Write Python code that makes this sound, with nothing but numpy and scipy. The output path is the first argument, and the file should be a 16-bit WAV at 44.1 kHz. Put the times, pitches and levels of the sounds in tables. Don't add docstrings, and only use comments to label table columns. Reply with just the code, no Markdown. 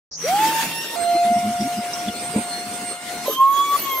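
import sys
import numpy as np
from scipy import signal
from scipy.fft import rfft, irfft
from scipy.io import wavfile
from scipy.ndimage import uniform_filter1d

SR = 44100
rng = np.random.default_rng(int(sys.argv[2]) if len(sys.argv) > 2 else 0)


def file_out(sig):
    cols = np.atleast_2d(sig).T
    lim = np.clip(cols, -1, 1)
    pcm = np.round(lim * 32767).astype(np.int16)
    wavfile.write(sys.argv[1], SR, pcm)


N = 176400
SWITCH_S, SPIN_UP_S, SUCKING_S, SEAL_S, TIGHT_S, SWELL_S = 0.11, 0.2374, 0.958, 3.257, 3.32, 3.64
WORKING_HZ, BLADES = 727, 12
WIDE_HZ = 2300


def undb(db):
    return 10 ** (np.asarray(db) / 20)


def times():
    return np.arange(N) / SR


def curve(table, t):
    return np.interp(t, *np.array(table, float).T)


def spectrum_db(table, hz):
    f, db = np.array(table, float).T
    return np.interp(np.log(hz), np.log(f), db)


def ramp(t, start, length):
    return np.clip((t - start) / length, 0, 1)


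def pan(db):
    gains = np.array([undb(db / 2), undb(-db / 2)]).reshape(2, -1)
    return gains / np.sqrt(np.mean(gains ** 2, axis=0))


def wander(rate_hz):
    span = max(int(SR / rate_hz), 2)
    steps = rng.standard_normal(4096)
    return 1.3 * uniform_filter1d(np.interp(np.arange(N) / span, np.arange(len(steps)), steps), span)


def band(hz, width_hz):
    f = np.arange(N // 2 + 1) * SR / N
    noise = irfft(rfft(rng.standard_normal(N)) / (1 + ((f - hz) / width_hz) ** 2) ** 3, N)
    return noise / noise.std()


def motor():
    t = times()
    phase = 2 * np.pi * np.cumsum(motor_pitch_hz(t) * (1 + 0.0011 * wander(50))) / SR
    shaft = shaft_tone(t, phase)
    upper = blade_whine(t, phase) + harmonics(t, phase)
    return shaft * ramp(t, SPIN_UP_S, 0.0032) + upper * ramp(t, SPIN_UP_S, 0.18) ** 2


# time in seconds, frequency in Hz.
RUN_UP_PITCH = [(0.24, 434.1), (0.269, 609.4), (0.299, 709.8), (0.349, 805), (0.421, 871), (0.495, 894.5),
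                (0.685, 909), (0.955, 923)]
LOW_PITCH = [(0.958, 691.2), (1.5, 704.5), (3.255, 710.1)]
HIGH_PITCH = [(3.257, 1033), (3.32, 1036), (3.4, 1063), (3.5, 1102), (3.62, 1125), (3.77, 1141), (4, 1044)]

def motor_pitch_hz(t):
    return np.select([t < SUCKING_S, t < SEAL_S],
                     [curve(RUN_UP_PITCH, t), curve(LOW_PITCH, t)], curve(HIGH_PITCH, t))


# time in seconds, level in dB.
SHAFT_DB = [(0.245, -24.5), (0.34, -17.5), (0.46, -17.5), (0.49, -22.5), (0.6, -22.5), (0.7, -42),
            (0.77, -33.5), (0.88, -45), (0.98, -25), (1.1, -17), (1.37, -16.5), (1.395, -22.5),
            (1.9, -28.5), (1.92, -34.5), (1.95, -30), (2.095, -28.5), (2.11, -34.5), (2.42, -32),
            (2.92, -35), (3.02, -43.5), (3.1, -31.5), (3.36, -36.5), (3.41, -9.5), (3.56, -18.5),
            (3.61, -15), (3.67, -24.5), (3.72, -17), (3.76, -14), (3.785, -58), (3.87, -23.5), (4, -29)]
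# time in seconds, left minus right level in dB.
SHAFT_BALANCE = [(.65, -1), (.97, -14.5), (1.15, -0.5), (3.2, 5), (3.42, -1.5), (3.57, -7), (3.75, 5.5),
                 (3.88, 9), (4, 1)]

def shaft_tone(t, phase):
    lead_rad = np.array([[0.37], [0]])
    level = undb(curve(SHAFT_DB, t) + 0.45 * wander(45.14))
    tone = np.sqrt(2) * level * np.sin(phase + lead_rad) * pan(curve(SHAFT_BALANCE, t))
    gripping = (t > SEAL_S) & (t < TIGHT_S)
    depth = 0.14 * (t <= SUCKING_S) + 0.28 * gripping
    return tone * (1 + depth * wander(220))


# time in seconds, level in dB.
SIXTH_DB = [(0.94, -39.5), (0.965, -38), (1.17, -34), (1.36, -56), (2.12, -51), (2.165, -33), (2.22, -56),
            (2.38, -54), (2.54, -33.5), (2.78, -56.5), (2.92, -37), (3.01, -63), (3.1, -41.5), (3.36, -42),
            (3.42, -56), (3.55, -42.5)]
BLADE_DB = [(0.55, -43), (0.78, -33.5), (0.98, -38), (1.03, -30), (1.12, -48), (1.3, -42.5), (2.1, -44.5),
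            (2.28, -31), (2.52, -33.5), (2.67, -40), (2.75, -31), (2.92, -30.5), (2.98, -41), (3.22, -44),
            (3.36, -31.5), (3.62, -37), (3.72, -25.5), (3.84, -31), (3.98, -23)]

def blade_whine(t, phase):
    skirt_db = -9 + 24 * (motor_pitch_hz(t) - WORKING_HZ) / 1000
    flutter_db = np.where((t > SUCKING_S) & (t <= SEAL_S), 2.25, 4.5)
    sixth_db = curve(SIXTH_DB, t) + flutter_db * (wander(30) - 0.5)
    sixth = partial(6 * phase, sixth_db, skirt_db, drift_rad=0.28)
    blade_db = curve(BLADE_DB, t) + flutter_db * (wander(30) - 0.5)
    blade = partial(BLADES * phase, blade_db, skirt_db, drift_rad=0.83)
    return sixth + blade * pan(-4.5)


# time in seconds, level in dB.
THIRD_DB = [(0.3, -37.5), (0.8, -32.5), (0.95, -46.5), (1.14, -39.5), (1.38, -38.5), (1.5, -49.5),
            (3.28, -45), (3.37, -26), (3.46, -52), (3.58, -30.5), (3.75, -35.5), (3.8, -54), (3.92, -31.5),
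            (4, -50)]
# harmonic number, then level in dB in the run-up, while sucking leaves,
# once sealed and after SWELL_S.
WEAK_HARMONICS = [(2, -38, -44, -52, -38), (4, -39, -49, -64, -51), (5, -53, -53, -69, -53)]

def harmonics(t, phase):
    stage = np.searchsorted([SUCKING_S, SEAL_S, SWELL_S], t)
    skirt_db = np.where(stage == 0, -2, -9)
    out = partial(3 * phase, curve(THIRD_DB, t), skirt_db)
    for number, *levels in WEAK_HARMONICS:
        db = uniform_filter1d(np.array(levels, float)[stage], size=2000)
        out += partial(number * phase, db, skirt_db, fading_db=3.5)
    return out


def partial(phase, db, skirt_db, drift_rad=0.56, fading_db=1.8):
    start_rad = rng.uniform(0, 2 * np.pi)
    ears = []
    for lead_rad in (1.17, 0):
        tone = np.exp(1j * (start_rad + lead_rad + drift_rad * wander(70)))
        skirt = undb(skirt_db) * (wander(256.8) + 1j * wander(256.8)) / np.sqrt(2)
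        level = undb(db + fading_db * wander(22))
        ears.append(level * np.imag((tone + skirt) * np.exp(1j * phase)))
    return np.sqrt(2 / (1 + undb(skirt_db) ** 2)) * np.array(ears)


# start in seconds, length in seconds, initial pitch in Hz,
# level in dB.
CHOKES = [(1.14, 0.034, 333.6, -28.5), (1.243, 0.042, 210, -35), (1.302, 0.03, 219.6, -26),
          (1.355, 0.032, 205, -28), (1.425, 0.1, 209, -26), (1.594, 0.043, 204, -24.5),
          (1.638, 0.042, 259, -26), (1.768, 0.042, 205, -27.5), (2.069, 0.037, 209, -23.5),
          (2.351, 0.055, 211, -24)]

def hose_booms():
    t, out = times(), np.zeros(N)
    roughness = 1 + 0.19 * wander(150)
    rumble = undb(-7) * band(261, 179.4)
    for start, length, hz, db in CHOKES:
        progress = ramp(t, start, length)
        pitch_hz = hz * (1 + 0.16 * progress ** 4) * (progress > 0)
        phase = 2 * np.pi * np.cumsum(pitch_hz) / SR
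        modes = np.sqrt(2) * (np.sin(phase) + undb(-17) * np.sin(phase / 2))
        swell = np.sqrt(np.abs(np.sin(np.pi * progress ** 1.19)))
        out += undb(db) * swell * (modes * roughness + rumble)
    return out


# start in seconds, level in dB.
LEAF_SNAPS = [(1.335, -39), (1.387, -38), (1.608, -32), (1.935, -27), (1.99, -37), (2.195, -33)]

def leaf_crackles():
    t, decay_s = times(), 0.014
    rustling = (t > LEAF_SNAPS[0][0]) & (t < LEAF_SNAPS[-1][0])
    envelope = undb(-48 + 4 * wander(150)) * rustling
    for start, db in LEAF_SNAPS:
        envelope += undb(db) * (t >= start) * np.exp(-np.maximum(t - start, 0) / decay_s)
    return envelope * np.array([band(5550, 580) for ear in range(2)])


# start in seconds, frequency in Hz, relative level
# in dB, time to decay by 60 dB in seconds.
PRESSURE_STEPS = [(2.3608, 230, -5.5, 0.04), (3.2801, 562, -8.5, 0.06), (3.295, 438, -16.5, 0.085)]

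def nozzle_pops():
    out, attack_s = np.zeros(N), 0.0024
    for start, hz, db, t60 in PRESSURE_STEPS:
        age = np.maximum(times() - start, 0)
        decay = np.exp(-np.log(1000) * np.minimum(age / t60, 10))
        out += undb(db) * ramp(age, 0, attack_s) * decay * np.sin(2 * np.pi * hz * age)
    return out


# centre in seconds, half-length in seconds,
# frequency in Hz, width parameter in Hz, level in dB.
RESONANCES = [(0.138, 0.045, 5260, 1200, -33.5), (0.174, 0.082, 6080, 960, -33),
              (0.244, 0.1, 5790, 220, -30), (0.471, 0.12, 328, 38.3, -29.5), (1.794, 0.053, 5030, 350, -38),
              (2.091, 0.014, 3440, 150, -29), (2.364, 0.035, 488, 170.7, -23.5),
              (2.378, 0.059, 930, 197, -37), (3.322, 0.025, 1223, 160, -32),
              (3.778, 0.021, 10900, 700, -29.5)]

def whistles():
    t, out = times(), np.zeros((2, N))
    for centre, half_length, hz, width_hz, db in RESONANCES:
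        left, independent = band(hz, width_hz), band(hz, width_hz)
        coherence = 1 / (1 + (hz / WIDE_HZ) ** 2)
        right = coherence * left + np.sqrt(1 - coherence ** 2) * independent
        swell = np.cos(np.pi / 2 * np.clip((t - centre) / half_length, -1, 1)) ** 2
        out += undb(db) * swell * np.array([left, right])
    return out * ramp(t, SWITCH_S, 0.003)


# frequency in Hz, relative
# spectral density in dB.
HISS_SPECTRUM = [(60, -88.5), (110, -73.5), (220, -64.5), (400, -68), (1600, -75.5), (2200, -71.5),
                 (3200, -75), (10500, -78), (13000, -84), (15200, -87)]
RUSH_SPECTRUM = [(120, -85), (330, -88), (500, -62.5), (2800, -59.5), (4500, -64), (15200, -66.5)]
# time in seconds, gain in dB.
HISS_GAIN = [(2.08, 2), (2.12, -0.5), (2.2, 2), (2.92, 0.1), (3.02, -3.5), (3.1, 3.5), (3.33, -0.5),
             (3.45, -5.5), (3.56, -0.5), (3.79, 2), (4.0, -1)]

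def airflow():
    def density(hz, t):
        pitch_ratio = np.maximum(motor_pitch_hz(t) / WORKING_HZ, 1)
        hiss_db = spectrum_db(HISS_SPECTRUM, hz / pitch_ratio) + curve(HISS_GAIN, t) - 1.5
        hiss = undb(hiss_db) * ramp(t, 0.17, 0.074)
        crest_s, release_s, growth_db_per_s = 0.636, 0.057, 9
        rush_db = spectrum_db(RUSH_SPECTRUM, hz) - 9.5 + growth_db_per_s * np.minimum(t, crest_s)
        release = np.exp(-np.maximum(t - crest_s, 0) / release_s)
        rush = undb(rush_db) * ramp(t, SPIN_UP_S, 0.052) * release
        return np.hypot(hiss, rush)
    return air_noise(density) * undb(1.11 * wander(35.04))


def air_noise(density, flicker_db=3):
    size, hop = 1024, 256
    hz = np.maximum(np.arange(size // 2 + 1) * SR / size, 10)[:, None]
    t = np.arange(N // hop + 2) * hop / SR
    shape = (len(hz), len(t))
    flicker = uniform_filter1d(rng.standard_normal(shape), size=9, axis=0)
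    flicker = uniform_filter1d(flicker, size=9, axis=1)
    gain = density(hz, t) * undb(flicker_db * flicker / flicker.std())
    mid, side = (rng.standard_normal(shape) + 1j * rng.standard_normal(shape) for _ in range(2))
    coherence = 0.985 / (1 + (hz / WIDE_HZ) ** 2)
    mid *= np.sqrt((1 + coherence) / 2)
    side *= np.sqrt((1 - coherence) / 2)
    noise = signal.istft(gain * np.array([mid + side, mid - side]), nperseg=size, noverlap=size - hop)[1]
    return noise[:, :N] * np.sqrt(1.5 * SR / size)


def switch_on_hum():
    t = times()
    level = undb(-45 + 2 * wander(16.2)) * ramp(t, SWITCH_S, 0.11) * (1 - ramp(t, 0.765, 0.13))
    hum_hz = 164 + 6.1 * wander(23.2)
    hum = np.sqrt(2) * level * np.sin(2 * np.pi * np.cumsum(hum_hz) / SR)
    fizz = undb(-53.5) * band(290, 2300)
    return hum + fizz * ramp(t, SWITCH_S, 0.0036) * (1 - ramp(t, SPIN_UP_S, 0.092))


def scene():
    return (motor() + hose_booms() + leaf_crackles() + nozzle_pops() + whistles()
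            + airflow() + switch_on_hum())


def record(dry):
    return signal.sosfilt(signal.ellip(10, 0.2, 80, 15600, fs=SR, output="sos"), dry)


dry = scene()
out = record(dry)
file_out(out)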